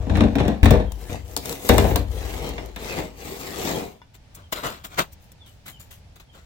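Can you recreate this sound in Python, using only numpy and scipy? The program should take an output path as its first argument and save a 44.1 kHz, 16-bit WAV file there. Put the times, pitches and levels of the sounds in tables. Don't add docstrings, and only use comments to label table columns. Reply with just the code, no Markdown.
import sys
import numpy as np
from scipy import signal
from scipy.fft import rfft, irfft, next_fast_len
from scipy.io import wavfile
from scipy.ndimage import uniform_filter1d, map_coordinates

SR = 44100
rng = np.random.default_rng(int(sys.argv[2]) if len(sys.argv) > 2 else 0)


def generate_wav(signal):
    frames = np.transpose(np.atleast_2d(signal))
    scaled = np.clip(frames, -1, 1) * 32767
    pcm = np.round(scaled).astype(np.int16)
    wavfile.write(sys.argv[1], SR, pcm)


N = 284445


# start_s, shell_db, favoured_hz, clack_db
SHELL_HITS = [(0.068, -27, 300, -47), (0.096, -21.5, 298, -29), (0.117, -20.5, 173, -47),
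              (0.154, -24, 242, -23.5), (0.173, -19, 282, -25.5), (0.206, -11, 257, -21),
              (0.236, -16, 292, -27.5), (0.354, -16.5, 294, -27), (0.384, -28, 245, -24),
              (0.402, -18, 240, -27.5), (0.48, -17, 257, -27.5), (0.63, -15, 224, -18.5),
              (0.657, -16.5, 248, -15), (0.707, -11.5, 323, -17.5), (0.736, -15.5, 447, -29),
              (1.095, -35.5, 348, -36), (1.365, -33.5, 450, -40), (1.694, -10, 430, -12),
              (1.726, -24, 400, -37), (1.781, -14.5, 401, -17), (1.843, -19, 720, -29),
              (1.91, -35.5, 440, -31), (1.957, -21.5, 410, -23.5), (2.58, -38, 390, -32.5),
              (2.762, -37.5, 400, -30.5)]
# pitch_hz, level_db, t60_s
SHELL_MODES = [(150, -10, .27), (179, -3, .25), (200, 0, .38), (228, 1.5, .37), (276, 1.5, .28),
               (304, -3, .26), (400, -3, .19), (474, -2.5, .3), (509, -11, .28), (590, -11, .25),
               (622, -4.5, .3), (707, 3, .16), (764, -2.5, .13), (888, -3, .18), (990, -7, .25),
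               (1360, -12, .14), (1495, -5, .12), (1805, -7, .12), (2408, -8, .12), (2790, 0, .12),
               (3700, -4, .12), (4130, -8, .1)]
# freq_hz, level_db
HOLLOW_EQ = [(70, -1.5), (110, 4), (160, 1), (250, -4.5), (350, -7), (480, -5), (700, -7), (1000, -17.5),
             (1300, -34)]
# freq_hz, level_db
CLACK_EQ = [(650, 2.5), (1100, 3.5), (1260, -2.5), (1760, 3), (1990, -2), (2440, -0.5), (3190, -7.5),
            (3690, -2.5), (4990, -21.5), (5340, -16), (9560, -27.5), (14300, -35.5), (16000, -43)]
def knocks():
    ring, thud_power, clack_power = np.zeros((3, N))
    t = np.arange(SR // 2) / SR
    for start_s, shell_db, favoured_hz, clack_db in SHELL_HITS:
        modes = ringing(SHELL_MODES, t, favoured_hz, octaves=0.58, vary_db=2.0)
        add(ring, start_s, amp(shell_db) * modes * (1 - fade(t, 0.017)))
        add(thud_power, start_s, (amp(shell_db - 3.0) * fade(t, t60=0.22)) ** 2)
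        add(clack_power, start_s, (amp(clack_db) * (fade(t, 0.044) + 0.21 * fade(t, 0.34))) ** 2)
    thud = colour(np.sqrt(thud_power) * rng.standard_normal(N), HOLLOW_EQ)
    clack = colour(np.sqrt(clack_power) * grains(9000, spread_db=7.5), CLACK_EQ)
    return ring + thud + clack


# start_s, judder_s, boom_db, decay_ratio, chatter_db, rasp_db
PANEL_LANDINGS = [(0.004, 0.048, -25.5, 0.51, -42, -52), (0.113, 0.26, -20, 0.64, -23.5, -39),
                  (0.391, 0.091, -24.5, 0.5, -18, -34.5), (0.63, 0.12, -8, .31, -12, -32.5),
                  (1.096, 0.038, -32.5, 0.75, -26.5, -47), (1.697, 0.21, -17.5, 1, -11.5, -34.5)]
# pitch_hz, level_db, free_t60_s
BENDING_MODES = [(52.7, -2.5, 3.7), (65, 2, 2.25), (72.24, -2, 1.84), (91.8, 2, 1.7), (122.8, -8, 1.3)]
def boom():
    track = np.zeros(N)
    t = np.arange(2 * SR) / SR
    for start_s, _, boom_db, decay_ratio, _, _ in PANEL_LANDINGS:
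        bending = sum(amp(db) * np.sin(2 * np.pi * hz * t) * fade(t, free_t60 * decay_ratio)
                      for hz, db, free_t60 in BENDING_MODES)
        add(track, start_s, amp(boom_db - 2.0) * bending * (1 - fade(t, 0.014)))
    return track


def judder():
    rise_s, sag_db_per_s = 0.0045, 23.5
    t = np.arange(SR) / SR
    chatter, rasp = np.zeros((2, N))
    for start_s, judder_s, _, _, chatter_db, rasp_db in PANEL_LANDINGS:
        envelope = gate(t, rise_s, judder_s, rise_s, t60=0.5) * amp(-sag_db_per_s * t)
        add(chatter, start_s, amp(chatter_db) * envelope)
        add(rasp, start_s, amp(rasp_db) * envelope)
    slips = unit(amp(5.2 * wobble(110)))
    body = rubbed_shell(chatter * slips * grains(1000, spread_db=3), HOLLOW_EQ, ring_db=-8, favoured_hz=356)
    edge = colour(rasp * slips * grains(4000, spread_db=6), CLACK_EQ)
    return amp(-7) * body + amp(-2) * edge


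# onset_s, swell_cue_s, release_s, drag_db, scrape_db, grit_db
PANEL_SHOVES = [(0.0, 0.015, 0.81, -40.5, -57, -65.5), (0.884, 0.935, 0.94, -55, -78.5, -63),
                (0.994, 1.015, 1.114, -44.5, -53.5, -53), (1.14, 1.13, 1.136, -39, -41.5, -46),
                (1.316, 1.385, 1.347, -42.5, -49.5, -47), (1.49, 1.47, 1.526, -33, -38, -36.5),
                (1.648, 1.65, 1.91, -34, -40.5, -37.5), (2.15, 2.291, 2.444, -36.5, -43.5, -46),
                (2.426, 2.52, 2.5, -31.5, -39.5, -48), (2.54, 2.588, 2.7, -41, -51, -60),
                (2.843, 2.916, 2.95, -33.5, -36.5, -44), (3, 3.03, 2.998, -25, -34.5, -42),
                (3.225, 3.275, 3.415, -38, -43, -46), (3.37, 3.43, 3.83, -39.5, -43, -46),
                (3.597, 3.7, 3.722, -28.5, -34.5, -39.5), (3.761, 3.78, 3.82, -27.5, -40.5, -42.5)]
def shove_envelopes():
    swell_db = 5
    t = np.arange(N) / SR
    power = np.zeros((3, N))
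    for onset_s, swell_cue_s, release_s, *levels_db in PANEL_SHOVES:
        effort = amp(swell_db * np.interp(t, [onset_s, swell_cue_s, release_s], [-1, 0, -1]))
        motion = gate(t, onset_s, release_s, rise=0.062, t60=0.34)
        power += (amp(levels_db)[:, None] * effort * motion) ** 2
    return np.sqrt(power)


# freq_hz, level_db
DRAG_EQ = [(40, -14), (65, 1), (105, -8), (150, -2), (210, -5), (280, -1), (400, .5), (480, 1), (570, -4.5),
           (720, -4.5), (1000, -9.5), (1400, -22)]
# freq_hz, level_db
SCRAPE_EQ = [(1200, 6.5), (1450, -0.5), (2000, 7), (2900, 3), (4000, 1), (5000, -4), (5600, -4), (7400, -6),
             (9500, -18.5)]
# freq_hz, level_db
GRIT_EQ = [(3000, -26), (5500, -2), (7500, 1), (10000, -3), (12500, 1.5), (15500, 4.5)]
def sliding(shoves):
    drag, scrape, grit = shoves
    catching = unit(amp(1.66 * wobble(70)))
    coarse = amp(-8) * grains(110, spread_db=3)
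    body = rubbed_shell(drag * catching * grains(2500, spread_db=3), DRAG_EQ, ring_db=-5, favoured_hz=406)
    rasp = colour(scrape * catching * (grains(7000, spread_db=7) + coarse), SCRAPE_EQ)
    hiss = colour(grit * catching * (grains(9000, spread_db=1.5) + coarse), GRIT_EQ)
    return body + shifting_contact(rasp + hiss, depth_db=4.0)


def rubbed_shell(force, eq, ring_db, favoured_hz):
    impulse = ringing(SHELL_MODES, np.arange(SR // 2) / SR, favoured_hz, octaves=1.0, vary_db=-1.5)
    ring = signal.fftconvolve(force, impulse / np.linalg.norm(impulse))[:N]
    return colour(force, eq) + amp(ring_db) * ring


# start_s, level_db
GRIT_SNAPS = [(0.17, -36), (0.356, -37), (0.401, -55), (0.48, -34), (0.632, -22.5), (0.646, -28),
              (0.656, -26), (0.708, -20.5), (0.92, -32.5), (1.365, -17), (1.374, -24.5), (1.457, -25.5),
              (1.494, -25), (1.526, -27), (1.69, -11), (1.781, -15.5), (1.959, -16.5), (2.491, -33.5),
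              (2.659, -40), (2.761, -34.5), (3.651, -28)]
# freq_hz, level_db
SNAP_EQ = [(400, -22), (900, 10.5), (2000, -5), (3800, 6), (6000, -3), (10000, -5)]
def grit_snaps():
    bright, low = np.zeros((2, N))
    t = np.arange(SR // 10) / SR
    for start_s, level_db in GRIT_SNAPS:
        add(bright, start_s, amp(level_db) * fade(t, 0.021) * rng.standard_normal(len(t)))
        add(low, start_s, amp(level_db - 2) * fade(t, 0.018) * rng.standard_normal(len(t)))
    return colour(bright, GRIT_EQ) + colour(low, SNAP_EQ)


# start_s, level_db, favoured_hz
SILL_TAPS = [(1.366, -36, 4900), (1.694, -16, 1600), (1.782, -19, 1720), (2.58, -28, 1400),
             (4.017, -42.5, 1300)]
# pitch_hz, level_db, t60_s
SILL_MODES = [(958, 5, 0.041), (1240, -11.5, 0.05), (1475, -7.5, .06), (1750, -12, 0.16), (2070, 2, 0.045),
              (2325, -2, 0.039), (2840, 0.5, 0.077), (3470, 1.5, .07), (4470, -9, .05), (5227, -0.5, 0.13),
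              (5534, -12, .05), (6368, -10.5, .06)]
def sill_taps():
    track = np.zeros(N)
    t = np.arange(SR // 4) / SR
    for start_s, level_db, favoured_hz in SILL_TAPS:
        add(track, start_s, amp(level_db) * ringing(SILL_MODES, t, favoured_hz, octaves=0.9, vary_db=2))
    return track


# pitch_hz, width_hz, level_db
RIM_RESONANCES = [(2020, 130, 4), (2600, 49, -2), (6100, 100, -2), (7030, 300, -10)]
def rim_squeak(peak_s, half_width_s, level_db):
    def rim(hz):
        return sum(amp(db) * 1j * hz * width / (pitch ** 2 - hz ** 2 + 1j * hz * width)
                   for pitch, width, db in RIM_RESONANCES)
    swell = np.exp(-((np.arange(N) / SR - peak_s) / half_width_s) ** 2)
    return amp(level_db) * swell * unit(filtered(grains(1100, spread_db=11), rim))


def panel_contacts(shoves):
    squeak = rim_squeak(peak_s=1.13, half_width_s=0.035, level_db=-41)
    return knocks() + sill_taps() + grit_snaps() + judder() + sliding(shoves) + squeak


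# peak_s, rise_s, t60_s, level_db, brightness_db
FOOTFALLS = [(4.153, .01, 0.079, -60, 0), (4.353, 0.005, 0.056, -56.5, 9), (4.39, 0.037, 0.28, -64, -9),
             (4.528, 0.005, 0.06, -31.5, -3), (4.572, 0.026, 0.39, -44.5, -6),
             (4.646, 0.012, 0.21, -39, -8), (4.669, 0.025, 0.35, -41, -7), (4.851, 0.0087, 0.09, -43, -1.5),
             (4.945, .04, 0.37, -55, -6), (4.995, 0.013, .11, -27.5, -7), (5.133, 0.0098, .052, -66.5, 12),
             (5.25, 0.038, 0.18, -77.5, 10.5), (5.32, 0.0028, 0.038, -64, 10), (5.469, .008, .33, -63, 0.5),
             (5.666, .007, 0.13, -50.5, 0), (5.686, 0.0089, 0.15, -49, 1.5), (5.804, 0.0065, .19, -57, 4.5),
             (5.916, .007, .2, -54.5, 2.5), (6.16, 0.0022, .11, -58.5, -2), (6.203, .005, .12, -58.5, -3),
             (6.359, .024, .32, -60.5, -6)]
def step_envelopes():
    t = np.arange(N) / SR
    power = np.zeros((3, N))
    for peak_s, rise_s, t60_s, level_db, brightness_db in FOOTFALLS:
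        gains = amp([level_db - brightness_db, level_db, level_db + brightness_db])
        power += (gains[:, None] * gate(t, peak_s, peak_s, rise_s, t60_s)) ** 2
    return np.sqrt(power)


# freq_hz, level_db
SOLE_EQ = [(40, -1), (80, -12.5), (160, -2), (210, -3.5), (300, -3.5), (450, -5.5), (650, -2), (850, -7.5),
           (1100, -2.5), (1500, -2.5), (2000, -24.5)]
# freq_hz, level_db
CRUNCH_EQ = [(1500, -8), (2000, 1), (2300, -2), (2900, -1.5), (3600, 0), (4500, -7.5), (5000, -11),
             (6200, -13), (7500, -8.5), (9000, -28)]
def footsteps(steps):
    sole, crunch, grit = steps
    slap = amp(4) * colour(sole * rng.standard_normal(N), SOLE_EQ)
    leaves = amp(5.5) * colour(crunch * grains(9000, spread_db=-8), CRUNCH_EQ)
    sand = amp(6) * colour(grit * grains(9000, spread_db=10.5), GRIT_EQ)
    return slap + shifting_contact(leaves + sand, depth_db=4.5)


# start_s, length_s, start_hz, end_hz, level_db
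BIRD_WHISTLES = [(0.85, .1, 3320, 3030, -55), (4.41, .06, 3380, 2950, -58), (5.387, .11, 3670, 2900, -53),
                 (5.7, .08, 3350, 2800, -52), (6.269, .07, 3320, 2940, -55)]
def bird():
    song = np.zeros(N)
    for start_s, length_s, start_hz, end_hz, level_db in BIRD_WHISTLES:
        progress = np.linspace(0, 1, int(length_s * SR))
        phase = 2 * np.pi * np.cumsum(start_hz + (end_hz - start_hz) * progress) / SR
        arch = np.sqrt(np.abs(np.sin(np.pi * progress)))
        add(song, start_s, amp(level_db) * arch * np.sin(phase))
    return song * amp(3 * wobble(120))


# freq_hz, level_db
BREEZE_EQ = [(12, -37), (20, -8.5), (86, 1.5), (198, -14), (377, -25.5), (422, -24), (558, -22.5),
             (949, -24.5), (1030, -32), (2080, -32), (2320, -31.5), (5080, -35.5), (6010, -38),
             (13200, -52.5), (16000, -57)]
def breeze():
    mid, side = [colour(rng.standard_normal(N), BREEZE_EQ) for _ in range(2)]
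    width = [(60, 0.11), (400, 0.58), (2000, 1.0)]  # freq_hz, side_to_mid_ratio
    side = filtered(side, lambda hz: along(width, hz))
    return amp(-50 + 1.2 * wobble(3)) * np.array([mid + side, mid - side])


def cargo_box(x):
    walls = [(80, -35), (300, 1), (4000, 5.5), (14000, -1.5)]  # freq_hz, level_db
    return amp(-9.5) * filtered(echoes(x, t60=0.23), lambda hz: amp(along(walls, hz)))


def echoes(x, t60):
    hop = 2048
    t = np.arange(int((min(t60, 0.5) + 0.01) * SR)) / SR
    shape = fade(t, t60) * (1 - fade(t, 0.011))
    window = signal.get_window("cosine", 2 * hop)
    x = np.pad(x, (hop, 2 * hop))
    wet = np.zeros((2, len(x) + len(t)))
    for start in range(0, N + hop, hop):
        tail = rng.standard_normal((2, len(t))) * shape / np.linalg.norm(shape)
        piece = signal.fftconvolve([x[start:start + 2 * hop] * window], tail, axes=1)
        wet[:, start:start + piece.shape[1]] += piece
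    return wet[:, hop:hop + N]


# time_s, left_lead_ms
PAN_PATH = [(0, -0.091), (0.85, -0.21), (1.2, 0.26), (1.8, 0.13), (3.0, .25), (3.8, 0.26), (5.0, 0.382),
            (5.7, 0.16), (6.45, 0.18)]
# freq_hz, power_share
DIFFUSE_SHARE = [(60, 0.038), (250, 0.11), (600, 0.29), (1000, 0.65), (2000, 0.6), (6000, 0.78),
                 (15000, 0.38)]
# freq_hz, left_minus_right_db
LEFT_TILT = [(60, 12), (300, 5), (1000, 7), (2500, -1), (5000, 14), (9000, 14.5), (15000, 6)]
def placed(direct, scattered, lean):
    def diffuse(hz):
        return np.clip(along(DIFFUSE_SHARE, hz), 0, 1)
    sides = np.array([[0.5], [-0.5]])
    n = np.arange(N)
    lead_samples = np.interp(n / SR, *np.transpose(PAN_PATH)) * SR / 1000
    pair = np.array([map_coordinates(direct, [n + side * lead_samples], order=5) for side in sides])
    focused = filtered(pair, lambda hz: np.sqrt(1 - diffuse(hz)))
    wide = filtered(scattered, lambda hz: np.sqrt(diffuse(hz)))
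    return filtered(focused + wide, lambda hz: amp(sides * lean * along(LEFT_TILT, hz)))


def shifting_contact(x, depth_db):
    spectra = signal.stft(x, nperseg=512)[2]
    patches = uniform_filter1d(rng.standard_normal(spectra.shape), size=3, axis=0)
    patches = uniform_filter1d(patches, size=14, axis=1)
    return signal.istft(spectra * amp(depth_db * unit(patches)), nperseg=512)[1][:N]


def ringing(modes, t, favoured_hz, octaves, vary_db):
    hz, db, t60 = np.transpose(modes)
    gains = amp(db + vary_db * rng.standard_normal(len(hz))) * rng.choice([-1, 1], len(hz))
    gains /= 1 + (np.log2(hz / favoured_hz) / octaves) ** 2
    gains /= np.sqrt(np.sum(gains ** 2) / 2)
    return sum(g * np.sin(2 * np.pi * f * t) * fade(t, d) for g, f, d in zip(gains, hz, t60))


def grains(per_s, spread_db):
    hits = rng.random(N) < per_s / SR
    return unit(hits * rng.standard_normal(N) * amp(spread_db * np.clip(rng.standard_normal(N), -2, 2)))


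def wobble(knots_per_s):
    knots = rng.standard_normal(int(N * knots_per_s / SR) + 4)
    return map_coordinates(knots, [np.arange(N) * knots_per_s / SR])


def gate(t, onset, release, rise, t60):
    attack = np.exp(-(np.minimum(t - onset, 0) / max(rise, 1e-3)) ** 2)
    return attack * fade(np.maximum(t - release, 0), t60)


def fade(t, t60):
    return np.exp(-np.log(1000) * t / max(t60, 1e-3))


def colour(x, eq):
    size = 8192
    hz = np.fft.rfftfreq(size, 1 / SR) + 1
    octaves_outside = np.abs(np.log2(hz / np.clip(hz, eq[0][0], eq[-1][0])))
    gain = np.maximum(amp(along(eq, hz) - 30 * octaves_outside), 1e-6)
    cepstrum = irfft(np.log(gain))
    cepstrum[1:size // 2] *= 2
    cepstrum[size // 2 + 1:] = 0
    kernel = irfft(np.exp(rfft(cepstrum)))
    return signal.fftconvolve(x, kernel / np.linalg.norm(kernel))[:N]


def filtered(x, response):
    size = next_fast_len(N + SR // 2)
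    return irfft(rfft(x, size) * response(np.fft.rfftfreq(size, 1 / SR)), size)[..., :N]


def along(points, hz):
    freqs, values = np.transpose(points)
    return np.interp(np.log(hz + 1), np.log(freqs), values)


def add(track, start_s, sound):
    start = max(round(start_s * SR), 0)
    track[start:start + len(sound)] += sound[:max(N - start, 0)]


def amp(db):
    return 10 ** (np.asarray(db) / 20)


def unit(x):
    return x / np.sqrt(np.mean(x ** 2) + 1e-20)


def scene():
    shoves, steps = shove_envelopes(), step_envelopes()
    panel = panel_contacts(shoves) + boom()
    reverb = cargo_box(panel)
    scattered = np.array([panel_contacts(shoves), panel_contacts(shoves)])
    truck = amp(-0.5) * placed(panel, scattered, lean=0.75) + reverb
    walk = placed(footsteps(steps), np.array([footsteps(steps), footsteps(steps)]), lean=0.62)
    return truck + walk + echoes(bird(), t60=0.13) + breeze()


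def record(dry):
    ceiling, top_hz = 0.92, 16000
    rounded = dry / (1 + np.abs(dry / ceiling) ** 6) ** (1 / 6)
    return filtered(rounded, lambda hz: hz < top_hz)


dry = scene()
out = record(dry)
generate_wav(out)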